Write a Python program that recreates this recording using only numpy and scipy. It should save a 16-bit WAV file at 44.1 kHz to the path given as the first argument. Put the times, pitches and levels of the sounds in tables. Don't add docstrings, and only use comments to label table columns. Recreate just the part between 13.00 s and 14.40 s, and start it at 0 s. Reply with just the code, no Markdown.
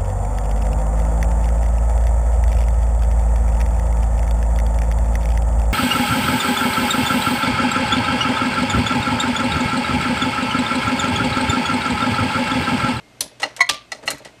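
import sys
import numpy as np
from scipy import signal
from scipy.io import wavfile
from scipy.ndimage import uniform_filter1d

SR = 44100
rng = np.random.default_rng(int(sys.argv[2]) if len(sys.argv) > 2 else 0)


def store_wav(level_fs):
    pcm = np.round(np.clip(np.atleast_2d(level_fs), -1, 1) * 32767)
    wavfile.write(sys.argv[1], SR, pcm.T.astype(np.int16))


def invert_db(level):
    return 10 ** (np.asarray(level, dtype=float) / 20)


N = 61739

# pitch in Hz, level in dB rms, width of its wavering in Hz.
MOTOR_WHINE = [(60.4, -69.5, 7.4), (123, -61.5, 11.6), (297, -63.5, 13), (442, -69, 25), (640, -61.5, 90),
               (2116, -64.5, 6.7), (2566, -65, 5)]
# pitch in Hz, level in dB rms.
MAINS_HUM = [(60.5, -65), (119.5, -60)]
# frequency in Hz, level in dB.
HISS_COLOUR = [(25, -24), (90, -11), (220, -3), (300, -6), (1740, -13.5), (2550, -13.5), (9320, -25),
               (16000, -42)]

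# start in seconds, peak level in dB, contact time in seconds,
# brightness in dB per octave.
CABINET_HITS = [(0.21, -31, 0.0072, -0.5), (0.40, -43, 0.005, 11.5), (0.434, -28, 0.0049, 7),
                (0.578, -41, 0.0045, 8.5), (0.693, -28, 0.007, -1), (0.74, -41, 0.0039, 5.5),
                (0.31, -45, 0.01, 6.5), (0.98, -38.5, 0.018, 7.5), (0.92, -35, 0.0057, 6.5),
                (1.028, -31, 0.015, -0.5), (1.083, -25.5, 0.0082, 3), (1.135, -31.5, 0.011, -3.5),
                (1.2, -35.5, 0.011, 2), (1.254, -35, 0.0044, 3.5)]
TICK_HITS = [
    (0.398, -34, 0.0031, 1.5),
    (0.4025, -34.5, 0.002, 3.5),
    (0.4187, -31.5, 0.002, 3),
    (0.423, -37, 0.0024, -0.5),
    (0.5645, -28.5, 0.0011, 5),
    (1.034, -44, 0.0027, 0.1),
    (1.220, -48, 0.0014, 0.1),
    (1.2485, -30, 0.0012, 2),
    (1.027, -38.5, 0.0029, -2.5),
]
ARM_HITS = [
    (1.057, -34, 0.0054, 0.092),
    (1.067, -30, 0.009, 0.1),
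    (1.1032, -13.5, 0.0024, 0.19),
    (1.181, -41, 0.0028, 0.087),
]
PLATE_HITS = [
    (0.431, -12, 0.0056, 0.1),
    (0.608, -4.5, 0.0072, 0.1),
    (0.9205, -21.5, 0.0034, 0.1),
    (1.059, -36, 0.0044, .1),
    (1.0795, -11.5, 0.0045, 0.1),
]
PAWL_HITS = [
    (0.4295, -11.5, 0.0034, -1.5),
    (0.918, -25.5, 0.0018, 0),
    (1.0765, -12, 0.003, 3.5),
]
LATCH_HITS = [
    (0.2062, -8, 0.0022, 0.13),
]
LEVER_HITS = [
    (0.4293, -6, 0.0042, -1.9),
    (0.9175, -11.5, 0.0046, 1),
    (1.0762, -7.5, 0.0033, -0.9),
    (0.434, -32, 0.0037, -6),
    (1.081, -23, 0.0042, 1),
    (1.2515, -30.5, .003, 0),
]
SPRING_HITS = [
    (0.6907, -3.5, 0.00074, 1.2),
    (0.6935, -12, 0.002, 0.29),
    (0.6965, -12, 0.002, 0.1),
    (0.7002, -12.5, 0.0015, -0.62),
    (0.709, -26, 0.0018, -1.1),
    (0.733, -32, 0.0036, 0.1),
    (0.7415, -25, 0.003, 0.1),
]
RECORD_HITS = [
    (0.592, -28, 0.003, -10),
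    (0.6045, -0.5, 0.0052, -3),
    (0.609, -14.5, 0.005, 7),
    (0.6195, -13.5, 0.0027, 0.3),
    (0.661, -30, 0.007, 1.5),
]

# pitch in Hz, level in dB, time to fade by 60 dB in seconds.
CABINET_TONES = [(60.3, -14.5, 0.17), (134, -3.5, 0.101), (232, -5, 0.12), (284.9, 0, 0.13),
                 (370, -4, 0.098), (433.2, 0, 0.09), (569, 6.5, 0.067), (617.3, 7, 0.076), (796, -3, 0.078),
                 (915, -1, 0.055)]
ARM_TONES = [(3960, -3, 0.063), (4230, -5.5, 0.065), (7000, -1, 0.056), (7800, -12, 0.038), (9300, 2, 0.02),
             (11800, -8, 0.05)]
PLATE_TONES = [(4216, 1, 0.055), (4100, -7, 0.036), (4500, -18, 0.048)]
PAWL_TONES = [(807, -7.5, 0.099), (2744, 2, 0.035), (2835, -1, 0.06), (3000, -14, 0.088)]
LATCH_TONES = [(1018, -17, 0.092), (1775, -14.5, 0.079), (4276, 1.5, 0.031), (5130, -9, 0.081),
               (6030, 2.5, 0.033), (7150, -11, .05), (8780, -13, 0.12), (10920, 12, 0.011),
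               (10940, -13, 0.18)]
LEVER_TONES = [(671, -18.5, 0.07), (771, -17, 0.07), (903, -16, 0.047), (1168, -19, 0.1),
               (1305, -15.5, 0.069), (1806, -9, 0.032), (1964, 2.5, 0.042), (2257, -12.5, 0.061),
               (3683, -10, 0.033), (5290, -13.5, 0.031), (5520, -15, 0.032), (6710, -24, .06),
               (8860, -20, 0.035)]
SPRING_TONES = [(558, -8.5, 0.053), (780, -20, 0.03), (1180, -6, .24), (1960, -4, 0.056), (2390, -9.5, .08),
                (2692, -3.5, 0.08), (2830, -8, .06), (2990, -5, 0.13), (3320, 3, 0.066), (3890, -6, 0.08),
                (4050, -1, 0.039), (4840, -8, .1), (5450, -7, .05)]
RECORD_TONES = [(700, -24, 0.15), (983, -19.5, 0.094), (1067, -9.5, 0.066), (1416, -24, 0.12),
                (1905, -12, 0.053), (1980, -2, 0.096), (2049, -9.5, 0.098), (2103, -9, 0.1),
                (2179, 5.5, 0.044), (3220, -14, 0.066), (3800, -17, 0.053), (6326, -16, 0.068),
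                (6550, -9, 0.043), (9100, -18, 0.042)]

# frequency in Hz, level in dB per Hz.
TICK_CRACK = [(180, -33), (300, 7), (2070, 3), (5520, -4.5), (6740, 1.5), (10700, -19), (16000, -48)]
ARM_CRACK = [(880, -29), (1500, 4), (2060, -3.5), (3310, -10), (8320, -0.5), (11900, -6), (16000, -33)]
LATCH_CRACK = [(180, -40), (300, -7), (1250, -18), (1780, -8), (2700, -13), (3640, -2), (11100, -3),
               (16000, -25)]
LEVER_CRACK = [(300, -8), (1000, 5), (3000, 1.5), (6000, 8), (10000, -4.5), (16000, -47)]
SPRING_CRACK = [(180, -33), (300, -23), (915, -8), (1150, -12), (2140, -8.5), (3350, 0), (9550, -12.5),
                (16000, -34)]
RECORD_CRACK = [(300, -14), (1000, -7.5), (2500, -5.5), (6000, -2), (10000, -9.5), (16000, -62)]

# ring in dB, its echoes in dB, crack in dB, crack fade time in seconds,
# rattle and room in dB, their fade time in seconds.
ARM_MIX = (-9, -5.5, -7, 0.0745, -19.5, 0.35)
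LATCH_MIX = (-6, -14.5, -8.5, 0.08, -22.5, 0.42)
LEVER_MIX = (-2, -13.5, -18.5, 0.0672, -28.5, 0.43)
SPRING_MIX = (-13.5, -14, -5, 0.0259, -25.5, 0.3028)
RECORD_MIX = (-0.5, -16.5, -21.5, 0.01, -29, 0.14)
# crack in dB, its fade time in seconds, tail in dB, its fade time in seconds.
TICK_MIX = (-5, 0.08, -13.5, 0.34)
# ring in dB, its echoes in dB.
PLATE_MIX = (-1.6, -13)
PAWL_MIX = (-1.7, -15)

HISS_DB = -53
MODE_SPREAD_DB, PHASE_SPREAD_TURNS = 1.5, 0.08
TREBLE_DIES_FASTER = 0.73
GRAIN_DB, GRAINS_PER_S = 3.5, 1100
ECHO_T60_S, ECHO_BRIGHT_T60_S = 0.24, 0.13
ECHO_SPLIT_HZ, ECHO_GAP_S = 3800, 0.004
FLUTTER_PER_S, FLUTTER_SHARE = 140, 0.7
DUCK_ABOVE_DB, DUCK_SHARE, RECOVER_DB_PER_S = -24.5, 0.094, 3
MIC_DULL_HZ, CUTOFF_HZ = 13000, 16100


def rms_one(x):
    return x / np.sqrt(np.mean(x ** 2) + 1e-20)


def low_pass(x, order, hz):
    return signal.sosfilt(signal.butter(order, hz, fs=SR, output="sos"), x)


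def noise_bands(colour):
    hz, db = np.transpose(colour)
    edges = 25 * 2 ** np.arange(0, 9.6, 0.5)
    white = rng.standard_normal((2, N))
    centres = np.sqrt(edges[1:] * edges[:-1])
    gains = invert_db(np.interp(np.log(centres), np.log(hz), db, left=-90))
    out = []
    for k, gain in enumerate(gains):
        band = signal.butter(2, edges[k:k + 2], "band", fs=SR, output="sos")
        out.append(gain * signal.sosfilt(band, white[k % 2]))
    out = np.array(out)
    return centres, out / np.std(out.sum(0))


def resonate(x, hz, t60):
    r, w = invert_db(-60 / (t60 * SR)), 2 * np.pi * hz / SR
    return signal.lfilter([0, np.sin(w)], [1, -2 * r * np.cos(w), r * r], x + 1e-18)


def motor():
    out = invert_db(HISS_DB) * noise_bands(HISS_COLOUR)[1].sum(0)
    for hz, db in MAINS_HUM:
        out += invert_db(db) * rms_one(np.sin(2 * np.pi * hz * np.arange(N) / SR))
    for hz, db, width_hz in MOTOR_WHINE:
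        t60 = np.log(1000) / (np.pi * width_hz)
        whine = resonate(rng.standard_normal(N + SR), hz, t60)[SR:]
        out += invert_db(db) * rms_one(whine)
    return out


def echoes(x, level_db):
    age, white = np.arange(SR // 2) / SR, rng.standard_normal(SR // 2)
    dull = low_pass(white, 2, ECHO_SPLIT_HZ)
    tail = dull * invert_db(-60 * age / ECHO_T60_S) + (white - dull) * invert_db(-60 * age / ECHO_BRIGHT_T60_S)
    tail = tail * np.minimum(age / ECHO_GAP_S, 1)
    loose = np.interp(np.arange(N) / SR * FLUTTER_PER_S, np.arange(len(white)), white)
    flutter = rms_one(1 - FLUTTER_SHARE + FLUTTER_SHARE * loose)
    return x + invert_db(level_db) * flutter * signal.fftconvolve(x, tail / np.linalg.norm(tail))[:N]


def ringing(hits, tones):
    out, middle_hz = np.zeros(N), np.median([tone[0] for tone in tones])
    chance = rng.standard_normal((len(hits), len(tones), 2))
    for (start, db, contact, tilt_db), draws in zip(hits, chance):
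        i = int(start * SR)
        age = np.arange(min(N - i, SR // 2)) / SR
        push = np.sin(0.5 * np.pi * np.clip(age / max(contact, 5e-4), 0, 1)) ** 2
        for (hz, tone_db, t60), (spread, turn) in zip(tones, draws):
            level = db + tone_db + tilt_db * np.log2(hz / middle_hz) + MODE_SPREAD_DB * spread
            tone = np.sin(2 * np.pi * (hz * age + PHASE_SPREAD_TURNS * turn))
            out[i:i + len(age)] += push * invert_db(level - 60 * age / t60) * tone
    return out


def grain():
    steps = rng.standard_normal(4000)
    ragged = np.interp(np.arange(N) / SR * GRAINS_PER_S, np.arange(len(steps)), steps)
    return rms_one(invert_db(GRAIN_DB * ragged))


def crack(hits, colour, crack_db, crack_t60, tail_db, tail_t60):
    out, t = np.zeros(N), np.arange(N) / SR
    for hz, noise in zip(*noise_bands(colour)):
        if hz < 250:
            continue
        haste = max(hz / 3000, 1) ** TREBLE_DIES_FASTER
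        for start, db, contact, tilt_db in hits:
            i, contact = int(start * SR), max(contact, 5e-4)
            age = t[:min(N - i, SR // 2)]
            late = np.maximum(age - 0.98 * contact, 0) * haste
            fade = invert_db(crack_db - 60 * late / crack_t60) + invert_db(tail_db - 60 * late / tail_t60)
            rise = np.minimum(age / (0.38 * contact), 1)
            level = invert_db(db + tilt_db * np.log2(hz / 3000))
            out[i:i + len(age)] += level * rise * fade * noise[i:i + len(age)]
    return out * grain()


def ringing_part(hits, tones, ring_db, echo_db):
    return invert_db(ring_db) * echoes(ringing(hits, tones), echo_db)


def struck_part(hits, tones, colour, mix):
    return ringing_part(hits, tones, *mix[:2]) + crack(hits, colour, *mix[2:])


def cabinet():
    return ringing_part(CABINET_HITS, CABINET_TONES, -6, -3.5)


def ticks():
    return crack(TICK_HITS, TICK_CRACK, *TICK_MIX)


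def arm():
    return struck_part(ARM_HITS, ARM_TONES, ARM_CRACK, ARM_MIX)


def plate():
    return ringing_part(PLATE_HITS, PLATE_TONES, *PLATE_MIX)


def pawl():
    return ringing_part(PAWL_HITS, PAWL_TONES, *PAWL_MIX)


def latch():
    return struck_part(LATCH_HITS, LATCH_TONES, LATCH_CRACK, LATCH_MIX)


def levers():
    return struck_part(LEVER_HITS, LEVER_TONES, LEVER_CRACK, LEVER_MIX)


def spring():
    return struck_part(SPRING_HITS, SPRING_TONES, SPRING_CRACK, SPRING_MIX)


def record_drop():
    return struck_part(RECORD_HITS, RECORD_TONES, RECORD_CRACK, RECORD_MIX)


def scene():
    background = motor() + cabinet() + ticks()
    small_parts = arm() + plate() + pawl()
    big_parts = latch() + levers() + spring() + record_drop()
    return (background + small_parts + big_parts)[None]


def top_cut(x):
    return signal.sosfilt(signal.butter(12, 16150, fs=SR, output="sos"), x)


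def record(dry):
    ramp = RECOVER_DB_PER_S * np.arange(N) / SR
    level = 10 * np.log10(uniform_filter1d(dry[0] ** 2, size=441) + 1e-12)
    wanted = DUCK_SHARE * np.maximum(level - DUCK_ABOVE_DB, 0)
    duck = np.maximum.accumulate(wanted + ramp) - ramp
    x = low_pass(dry, 2, MIC_DULL_HZ)
    x = np.clip(x * invert_db(-duck), -1, 1)
    x = signal.sosfilt(signal.cheby2(12, 70, CUTOFF_HZ, fs=SR, output="sos"), x)
    return top_cut(x)


dry = scene()
out = record(dry)
store_wav(out)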